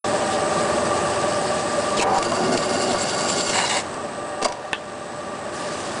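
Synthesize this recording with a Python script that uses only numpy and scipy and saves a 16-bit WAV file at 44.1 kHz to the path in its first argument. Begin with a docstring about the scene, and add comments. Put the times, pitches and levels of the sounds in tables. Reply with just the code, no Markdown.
"""A round blade cuts a spinning cardboard tube, close by: it rasps in a deepening groove, squeals,
sets the wall groaning and tears through. A spit of air brings the blade down. Afterwards the steel
stop arm clatters back, the cut ring lands with a clack and the tube spins up again. Underneath,
geared rollers rumble and hum, and the motor whines while it runs free."""
import sys
import numpy as np
from scipy import signal
from scipy.fft import rfft, irfft, next_fast_len
from scipy.io import wavfile
from scipy.ndimage import uniform_filter1d, map_coordinates

SR = 44100
rng = np.random.default_rng(int(sys.argv[2]) if len(sys.argv) > 2 else 0)


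def wav_record(signal):
    """Record a signal, one row per channel, as 16-bit PCM in the file named by sys.argv[1]."""
    frames = np.transpose(np.atleast_2d(signal))
    bounded = np.clip(frames, -1, 1)
    # unit amplitude maps onto the largest positive 16-bit level
    quanta = np.round(bounded * 32767).astype(np.int16)
    wavfile.write(sys.argv[1], SR, quanta)


N = 264600
TIME_S = np.arange(N) / SR
BITE_S, THROUGH_S, OUT_S = 2.04, 3.52, 3.81  # blade enters, breaks through, is out


def amp(db):
    """Decibels to gain."""
    return 10 ** (np.asarray(db) / 20)


def unit(x):
    """Scale to rms 1."""
    return x / np.sqrt(np.mean(x ** 2) + 1e-20)


def curves(rows):
    """One value per sample for each column after the time."""
    times_s, *columns = np.transpose(rows)
    return [np.interp(TIME_S, times_s, column) for column in columns]


def noise():
    """White noise."""
    return rng.standard_normal(N)


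def wobble(rate_hz):
    """Smooth random curve with knots at rate_hz."""
    knots = rng.standard_normal(int(N * rate_hz / SR) + 4)
    return map_coordinates(knots, [TIME_S * rate_hz])


def grains(rate_hz, smooth):
    """Tiny random snaps over a share of smooth friction."""
    return unit((rng.random(N) < rate_hz / SR) * noise()) + smooth * noise()


def narrow(pitch_hz, width_hz):
    """Narrow noise band following a pitch curve, rms 1."""
    phase = 2 * np.pi * np.cumsum(pitch_hz) / SR
    return unit(wobble(width_hz) * np.cos(phase) + wobble(width_hz) * np.sin(phase))


def filtered(x, response):
    """Apply a complex frequency response."""
    size = next_fast_len(N + SR // 2)
    return irfft(rfft(x, size) * response(np.fft.rfftfreq(size, 1 / SR)), size)[:N]


def coloured(x, spectrum):
    """Shape x by (freq_hz, level_db) points, rms 1."""
    freq_hz, level_db = np.transpose(spectrum)
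    return unit(filtered(x, lambda hz: amp(np.interp(np.log(hz + 1), np.log(freq_hz), level_db))))


def resonant(x, bands):
    """Pass x through steep (centre_hz, width_hz, level_db) resonances, rms 1."""
    def band(hz, centre_hz, width_hz, level_db):
        damping = 1.5j * hz * width_hz
        return amp(level_db) * (damping / (centre_hz ** 2 - hz ** 2 + damping)) ** 2
    return unit(filtered(x, lambda hz: sum(band(hz, *row) for row in bands)))


def patchy(x, depth_db):
    """Frequency bands flicker independently at random; overall level holds."""
    spectra = signal.stft(x, nperseg=256)[2]
    field = uniform_filter1d(rng.standard_normal(spectra.shape), size=5, axis=0)
    field = unit(uniform_filter1d(field, size=9, axis=1))
    return x.std() * unit(signal.istft(spectra * amp(depth_db * field), nperseg=256)[1][:N])


def burst(start_s, attack_s, t60_s):
    """Impact envelope: fast rise, exponential decay."""
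    age_s = np.maximum(TIME_S - start_s, 0)
    return (1 - np.exp(-age_s / attack_s)) * amp(-60 * np.minimum(age_s / t60_s, 3))


def held(start_s, end_s, attack_s, t60_s, swell_db=0):
    """Stroke envelope: rises, swells by swell_db to gain 1 at end_s, decays."""
    rise = np.clip((TIME_S - start_s) / attack_s, 0, 1)
    to_go = np.clip((end_s - TIME_S) / (end_s - start_s), 0, 1)
    decay_db = 60 * np.clip((TIME_S - end_s) / t60_s, 0, 2)
    return rise * amp(-swell_db * to_go - decay_db)


def strokes(rows, **shape):
    """Sum of held envelopes, one per (start_s, end_s, level_db) row."""
    return sum(amp(level_db) * held(start_s, end_s, **shape) for start_s, end_s, level_db in rows)


def load(lag_s):
    """1 with the blade in the tube, else 0; ramps over lag_s."""
    return np.clip(np.minimum(TIME_S - BITE_S, OUT_S + lag_s / 2 - TIME_S) / lag_s, 0, 1)


def turns(speed_hz, drift):
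    """Revolutions of a shaft that slows under the blade and drifts."""
    sag = 0.018 * load(lag_s=0.4)
    return np.cumsum(speed_hz * (1 - sag + drift * wobble(3))) / SR


def rolling(fresh):
    """Contact noise: the same bumps every roller turn, plus fresh noise."""
    roller_hz, size = 10.96, 2048
    order = np.arange(size // 2 + 1)
    # two rollers half a turn apart favour even orders
    bumps = irfft(amp(-4 * (order % 2)) * np.exp(2j * np.pi * rng.random(len(order))))
    position = turns(roller_hz, drift=0.001243) % 1 * size
    return unit(map_coordinates(bumps, [position], mode="grid-wrap")) + fresh * noise()


# loudness of rumble, hum and hiss; dips after the clacks, slowly recovers: time_s, rumble_db, mesh_db
MACHINE_LEVEL = [(0.08, -28.5, -27), (0.75, -26.5, -27.5), (1.5, -29.5, -27), (2.5, -29, -31),
                 (3.3, -29.5, -32), (3.9, -34, -39), (4.42, -37.5, -31.5), (4.55, -40, -40),
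                 (4.85, -39.5, -41), (5.45, -35, -35.5), (5.9, -32.5, -37.5)]
# frame rumble: freq_hz, level_db
FRAME_SPECTRUM = [(25, -35), (45, -39), (85, -11), (115, -11), (160, -9), (240, -5), (275, -11), (350, -4),
                  (520, -8), (680, -7), (850, -9), (1020, -12), (1150, -7), (1300, -15.5), (1850, -23.5),
                  (2400, -25.5), (4000, -73)]
# housing resonances: centre_hz, width_hz, level_db
HOUSING_BANDS = [(367, 113, -8), (611.4, 27.3, 3), (770, 49, -0.3), (1175, 66, -8.5), (1661, 93, -12.5),
                 (1855, 27, -8.5), (2793, 70, -18)]
def rollers():
    """Rollers shake the frame and ring the housing, a little more under the blade."""
    rumble_db, mesh_db = curves(MACHINE_LEVEL)
    frame = amp(rumble_db + 2.5) * coloured(rolling(fresh=1.7), FRAME_SPECTRUM)
    housing_db = mesh_db - 1.16 + 1.6 * load(lag_s=0.26)
    return frame + amp(housing_db) * resonant(rolling(fresh=1.46), HOUSING_BANDS)


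# motor running free: start_s, end_s, level_db
FREE_RUNS = [(0, 1.99, 6.5), (3.83, 4.41, 1.5), (4.8, 6.0, -5.5)]
# motor whine: pitch_hz, level_db
WHINE_LINES = [(7641, -62), (7779, -55.5), (7957, -58), (8046, -60.5), (8134, -57), (8226, -59),
               (8360, -64)]
# faint steady motor tones: pitch_hz, level_db
STEADY_LINES = [(1696, -58.5), (1857, -56), (2417, -65), (2665, -61.5), (3850, -68), (6336, -67)]
# bearing hiss: freq_hz, level_db
BEARING_SPECTRUM = [(900, -11.5), (1500, 2), (1870, -1), (2100, -8.5), (2750, -6), (3300, -7.5),
                    (4500, -8.5), (5900, -11.5), (6300, -13), (6700, -13), (8000, -9.5), (8900, -14),
                    (10000, -18.5)]
def motor():
    """Bearing hiss follows the rumble level; unloaded, the motor sings thin lines over narrow fizz."""
    def lines(rows, flutter_db, flutter_hz, jitter_rad, jitter_hz):
        return np.sqrt(2) * sum(amp(db + flutter_db * wobble(flutter_hz))
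                                * np.sin(2 * np.pi * hz * TIME_S + jitter_rad * wobble(jitter_hz))
                                for hz, db in rows)
    free = amp(-17.5) + amp(-1) * strokes(FREE_RUNS, attack_s=0.093, t60_s=0.11)
    whine = lines(WHINE_LINES, flutter_db=2.6, flutter_hz=8.2, jitter_rad=1.1, jitter_hz=2.7)
    fizz = amp(-53.5) * resonant(noise(), [(8220, 84, 0)])
    tones = lines(STEADY_LINES, flutter_db=2.3, flutter_hz=7.4, jitter_rad=1.3, jitter_hz=16)
    rumble_db, _ = curves(MACHINE_LEVEL)
    hiss_db = -37.5 + 0.63 * (rumble_db - rumble_db.mean()) - 7 * load(lag_s=0.0079)
    hiss = amp(hiss_db) * coloured(grains(rate_hz=4000, smooth=0.88), BEARING_SPECTRUM)
    return free * (whine + fizz) + tones + hiss


# weak shaft overtones: multiple, level_db
SHAFT_ORDERS = [(52, -14), (65, -15.5)]
def gears():
    """An off-centre gear's hum throbs and swings in pitch once a turn; the rollers load it unevenly."""
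    _, mesh_db = curves(MACHINE_LEVEL)
    shaft_hz, teeth, bump_hz = 14.755, 40, 21.92
    shaft_rad = 2 * np.pi * turns(shaft_hz, drift=0.0009)
    mesh_rad = teeth * shaft_rad + 0.61 * np.sin(shaft_rad) + 0.22 * wobble(40)
    throb_db = 4.2 * np.cos(shaft_rad - 2) + 3 * np.sin(2 * np.pi * turns(bump_hz, drift=0.0016))
    hum = unit(amp(throb_db + 2.6 * wobble(25)) * np.sin(mesh_rad))
    octave_db = 3.1 * wobble(25) + 1.1 * wobble(5.5) - 4.1 * np.sin(shaft_rad + 0.45)
    octave = unit(amp(octave_db) * np.sin(2 * mesh_rad + 0.4 * wobble(50)))
    overtones = sum(amp(db + 5.9 * wobble(13)) * np.sin(k * shaft_rad) for k, db in SHAFT_ORDERS)
    return amp(mesh_db - 0.67) * (hum + overtones + amp(-4.5) * octave)


# tube sliding on the rollers: start_s, end_s, level_db
TUBE_SLIDES = [(0, 1.96, -32.5), (5.52, 6.0, -36)]
# cardboard hiss: freq_hz, level_db
CARDBOARD_SPECTRUM = [(900, -24), (1400, -11.5), (1750, 0.5), (2050, -12), (2800, -6), (3200, -10),
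                      (4250, -9.5), (4650, -6), (5600, -10.5), (6700, -10.5), (7900, -8.5), (8900, -12),
                      (10000, -15.5)]
# judder building until the tube slips: start_s, slip_s, peak_db
TUBE_JUDDERS = [(2.298, 2.56, -24), (2.616, 2.954, -27), (3.067, 3.40, -34)]
# roller cradle resonances: centre_hz, width_hz, level_db
CRADLE_BANDS = [(194, 24, -3.5), (239.4, 35, 0), (375, 24, 2.5), (462, 67, -7), (663, 94, -2.5)]
def tube():
    """Spinning cardboard hisses on the rollers and judders under the blade."""
    slide = strokes(TUBE_SLIDES, attack_s=0.026, t60_s=0.1) + amp(-38) * load(lag_s=0.33)
    hiss = patchy(coloured(grains(rate_hz=4000, smooth=0.9), CARDBOARD_SPECTRUM), depth_db=2)
    shake = strokes(TUBE_JUDDERS, attack_s=0.031, t60_s=0.1, swell_db=5)
    judder = resonant(grains(rate_hz=340, smooth=0.35), CRADLE_BANDS)
    return slide * amp(0.93 * wobble(30)) * hiss + shake * judder


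# valve flow: start_s, end_s, peak_db
AIR_SPIT = (1.963, 2.033, -27)
# puffs in the flow: start_s, end_s, level_db
AIR_PUFFS = [(1.968, 1.989, -32.5), (1.995, 2.002, -26.5), (2.012, 2.015, -27), (2.022, 2.027, -21.5)]
# escaping air: freq_hz, level_db
AIR_SPECTRUM = [(500, -17), (1500, 1.5), (2500, 2), (3400, -1), (4800, 3.5), (5600, -2), (7000, -0.5),
                (8300, -1.5), (10000, -6.5)]
def valve():
    """Compressed air sputters ever harder until the blade is down."""
    flow = strokes([AIR_SPIT], attack_s=0.004, t60_s=0.043, swell_db=8)
    puffs = strokes(AIR_PUFFS, attack_s=0.0017, t60_s=0.018)
    return (flow + puffs) * amp(1.5 * wobble(150)) * patchy(coloured(noise(), AIR_SPECTRUM), depth_db=4)


# cut ring contacts: start_s, level_db
RING_HITS = [(4.7311, -9), (4.735, -19.5), (4.7442, -21), (4.751, -26)]
# cut ring modes: pitch_hz, level_db, t60_s
RING_MODES = [(440, -7, 0.028), (880, -3.5, 0.028), (1060, -4, 0.02), (1530, -2.5, 0.021),
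              (1750, -0.5, 0.024), (2675, 2.5, 0.026), (2980, -6, 0.024), (3300, -8, 0.022),
              (3670, -15, 0.025), (4770, -20, .022)]
def ring_landing():
    """The cut ring lands with a dry crack and chatters; the guard answers briefly."""
    clack = np.zeros(N)
    for start_s, hit_db in RING_HITS:
        draws = rng.uniform((0.85, -0.7), (1.15, 0.7), (len(RING_MODES), 2))
        for (gain, offset_rad), (pitch_hz, level_db, t60_s) in zip(draws, RING_MODES):
            phase = 2 * np.pi * pitch_hz * (TIME_S - start_s) + offset_rad + 0.25 * wobble(300)
            mode = burst(start_s, attack_s=0.00022, t60_s=t60_s) * np.sin(phase)
            clack += gain * amp(hit_db + level_db - 5) * mode
        crunch = coloured(noise(), [(300, -7), (1200, 0), (3600, 1), (4400, -17), (10000, -30)])
        clack += amp(hit_db - 8) * burst(start_s, attack_s=0.0002, t60_s=0.016) * crunch
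    first_s, first_db = RING_HITS[0]
    crack = coloured(noise(), [(1200, -4.5), (4500, -1), (6500, -0.5), (10000, -9.5)])
    crack *= amp(first_db - 6) * burst(first_s, attack_s=0.0001, t60_s=0.0056)
    guard = resonant(noise(), [(1720, 390, -1), (3170, 430, 2)])
    guard *= amp(-29.5) * burst(first_s, attack_s=0.004, t60_s=0.18)
    return clack + crack + guard


# arm and blade contacts: start_s, ring_db, scrape_db, boom_db, thud_db
CONTACTS = [(1.987, -33, -40, -7, -44), (2.032, -15, -26, -30, -46), (2.099, -30, -42, -13, -58),
            (2.183, -30, -20, -26, -39), (2.226, -31, -19, -34, -54), (2.262, -27, -32.5, -15, -46),
            (2.318, -11, -23.5, -30, -60), (2.574, -36, -16, -22, -42), (2.944, -13.5, -41, -20, -42),
            (3.487, -30, -31, -28, -46), (3.941, -39, -28, -43, -59), (3.972, -23, -44, -29, -64),
            (4.417, -20.5, -28.5, -19, -58), (4.4245, -21, -18, -12, -44), (4.433, -28, -26.5, -32, -52),
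            (4.444, -28, -21, -24, -49), (4.448, -22, -15.5, -28, -49), (4.452, -13.5, -23.5, -25, -51),
            (4.458, -23.5, -23.5, -31, -58), (4.484, -32, -27.5, -30, -60), (4.498, -24, -39, -32, -55),
            (4.522, -32, -25.5, -34, -54)]
# tube wall resonances, also for groans: centre_hz, width_hz, level_db
WALL_BANDS = [(620, 380, -3), (748, 48, 8.5), (940, 41, 2)]
# steel scrape: freq_hz, level_db
SCRAPE_SPECTRUM = [(400, -14), (1200, -3), (2800, -3), (3400, 0.5), (4800, 3), (6000, -1.5), (8000, 2.5),
                   (10000, -7)]
# steel arm resonances: centre_hz, width_hz, level_db
ARM_BANDS = [(1490, 70, 1), (2250, 110, 6), (2750, 200, 3.5), (4780, 340, 3.5), (5650, 700, -3)]
# low panel modes: pitch_hz, level_db, t60_s
PANEL_MODES = [(239, -5.5, 0.052), (347, -1.5, .04), (450, -0.5, 0.042)]
def knocks():
    """Each contact rings the tube, scrapes and rings the arm, booms the panels and pushes the frame."""
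    times_s, ring_db, scrape_db, boom_db, thud_db = np.transpose(CONTACTS)
    def strikes(levels_db, attack_s, t60_s):
        return sum(amp(db) * burst(s, attack_s, t60_s) for s, db in zip(times_s, levels_db))
    hollow = resonant(noise(), [(420, 180, -2.5), (670, 153, 4.5), (980, 183, 2.5)])
    hollow *= strikes(ring_db, attack_s=0.0017, t60_s=0.043)
    wall = amp(-21) * strikes(ring_db, attack_s=0.017, t60_s=0.68) * resonant(noise(), WALL_BANDS)
    scrape = amp(-0.5) * coloured(noise(), SCRAPE_SPECTRUM) + amp(-3.5) * resonant(noise(), ARM_BANDS)
    scrape *= strikes(scrape_db, attack_s=0.0008, t60_s=0.028)
    arm = amp(-29) * strikes(scrape_db, attack_s=0.008, t60_s=0.25) * resonant(noise(), ARM_BANDS)
    panel = sum(amp(db) * burst(0, attack_s=0.0032, t60_s=t60_s) * np.sin(2 * np.pi * hz * TIME_S)
                for hz, db, t60_s in PANEL_MODES)
    impulses = np.bincount(np.round(times_s * SR).astype(int), amp(boom_db), N)
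    highpass = signal.butter(2, 170, "high", fs=SR, output="sos")
    boom = signal.sosfilt(highpass, signal.fftconvolve(impulses, panel)[:N])
    thud = amp(13) * strikes(thud_db, attack_s=0.003, t60_s=0.053)
    return hollow + wall + scrape + arm + boom + thud


# wall under strain: start_s, end_s, level_db
WALL_STRAINS = [(2.012, 2.058, -21), (2.06, 2.179, -18), (3.546, 3.667, -27), (3.711, 3.793, -25)]
def groans():
    """The tube wall groans as the blade enters and leaves."""
    strain = strokes(WALL_STRAINS, attack_s=0.011, t60_s=0.086, swell_db=1)
    return strain * resonant(grains(rate_hz=2000, smooth=1), WALL_BANDS)


# blade squeals: start_s, end_s, first_hz, last_hz, level_db
SQUEAL_GLIDES = [(1.966, 2.032, 3550, 2250, -32.5), (3.62, 3.76, 4120, 3620, -35.5),
                 (3.58, 3.79, 2300, 1950, -37.5), (3.56, 3.68, 1750, 1450, -39)]
def squeals():
    """The blade sticks and slips on cardboard: rough, wavering tones glide down."""
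    sound = np.zeros(N)
    for start_s, end_s, first_hz, last_hz, level_db in SQUEAL_GLIDES:
        pitch_hz, = curves([(start_s, first_hz), (end_s, last_hz)])
        tone = narrow(pitch_hz + 80 * wobble(60), width_hz=360)
        sound += amp(level_db) * held(start_s, end_s, attack_s=0.005, t60_s=0.12) * tone
    return sound


# wall giving way: start_s, end_s, level_db
WALL_RIPS = [(3.524, 3.651, -26), (3.689, 3.788, -27)]
# snapping fibres: freq_hz, level_db
FIBRE_SPECTRUM = [(350, -26), (650, -2), (950, 10.5), (1300, -2), (1700, 6), (2000, 1), (2200, 2),
                  (2500, -3.5), (2830, 3.5), (3300, -9), (3800, -2.5), (4600, -0.5), (5100, -12),
                  (6500, -7.5), (7700, 4), (8600, -5), (10000, -21.5)]
# blade resonances in a rip: centre_hz, width_hz, level_db
RIP_BANDS = [(2190, 70, -1.5), (2844, 60, 3), (4000, 110, -5.5)]
# last strip cracking: start_s, level_db
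STRIP_CRACK = (3.586, -13)
# crack resonances: centre_hz, width_hz, level_db
STRIP_BANDS = [(960, 280, 0), (1680, 400, -1), (2170, 220, 0)]
def tearing():
    """Rips start hard, ease off and make the blade sing; the last strip of wall cracks."""
    rips = strokes(WALL_RIPS, attack_s=0.011, t60_s=0.16, swell_db=-2.5)
    flutter = amp(1.5 * wobble(200))
    fibres = patchy(coloured(grains(rate_hz=5000, smooth=0.39), FIBRE_SPECTRUM), depth_db=1.5)
    ring = amp(-7) * resonant(noise(), RIP_BANDS)
    crack_s, crack_db = STRIP_CRACK
    crack = amp(crack_db) * burst(crack_s, attack_s=0.0013, t60_s=0.038) * resonant(noise(), STRIP_BANDS)
    return rips * (flutter * fibres + ring) + crack


# groove friction: freq_hz, level_db
GROOVE_SPECTRUM = [(1200, -27), (2100, -13), (2450, -8), (3000, -4), (4250, -3), (4650, -1.5), (5400, -2.5),
                   (6400, -6.5), (7400, -2), (8100, -4.5), (8800, -11), (9500, -4), (10000, -9)]
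# blade resonances: centre_hz, width_hz, level_db
BLADE_BANDS = [(1446, 66, 2.5), (2160, 70, -4.5), (2818, 103, -3)]
# sizzle of the pinched edge: centre_hz, width_hz, level_db
EDGE_BANDS = [(7450, 430, 0)]
# high blade note, sinking with depth: first_hz, last_hz, peak_db, growth_db
BLADE_NOTE = (4740, 4620, -34, 8)
def blade_rasp():
    """The edge rubs, rings and sizzles in its deepening groove, pressing harder once a turn."""
    cut_s = BITE_S, THROUGH_S
    deepening = amp(-27.5) * held(*cut_s, attack_s=0.098, t60_s=0.1, swell_db=7)
    through = amp(-29) * held(THROUGH_S, OUT_S, attack_s=0.034, t60_s=0.074)
    rub = (deepening + through) * coloured(grains(rate_hz=2800, smooth=0.77), GROOVE_SPECTRUM)
    ring = resonant(grains(rate_hz=2500, smooth=1), BLADE_BANDS)
    ring *= amp(-35) * held(*cut_s, attack_s=0.32, t60_s=0.38)
    sizzle = amp(-33.5 + 2.9 * wobble(90)) * resonant(noise(), EDGE_BANDS)
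    sizzle *= held(*cut_s, attack_s=0.1, t60_s=0.7, swell_db=19.5)
    first_hz, last_hz, peak_db, growth_db = BLADE_NOTE
    pitch_hz, = curves([(BITE_S, first_hz), (THROUGH_S, last_hz)])
    note = narrow(pitch_hz + 60 * wobble(25), width_hz=480)
    note *= amp(peak_db) * held(*cut_s, attack_s=0.23, t60_s=0.6, swell_db=growth_db)
    turn_hz, crest_s = 10.6, 2.45
    press_db = 1.7 * np.cos(2 * np.pi * turn_hz * (TIME_S - crest_s))
    flutter_db = 1.1 * wobble(76) + 0.3 * wobble(16)
    return amp(press_db + flutter_db) * (patchy(rub + sizzle, depth_db=1.9) + ring + note)


def scene():
    """The whole machine, mono."""
    machine = rollers() + gears() + motor() + tube() + valve()
    cut = blade_rasp() + tearing() + groans() + squeals()
    return (machine + cut + knocks() + ring_landing())[None]


def record(dry):
    """Brief silence, fast fade-in, brick-wall low-pass."""
    start_s, fade_s, cutoff_hz = 0.042, 0.003, 10080
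    fade_in = np.clip((TIME_S - start_s) / fade_s, 0, 1)
    return filtered(dry[0] * fade_in, lambda hz: hz < cutoff_hz)[None]


dry = scene()
out = record(dry)
wav_record(out)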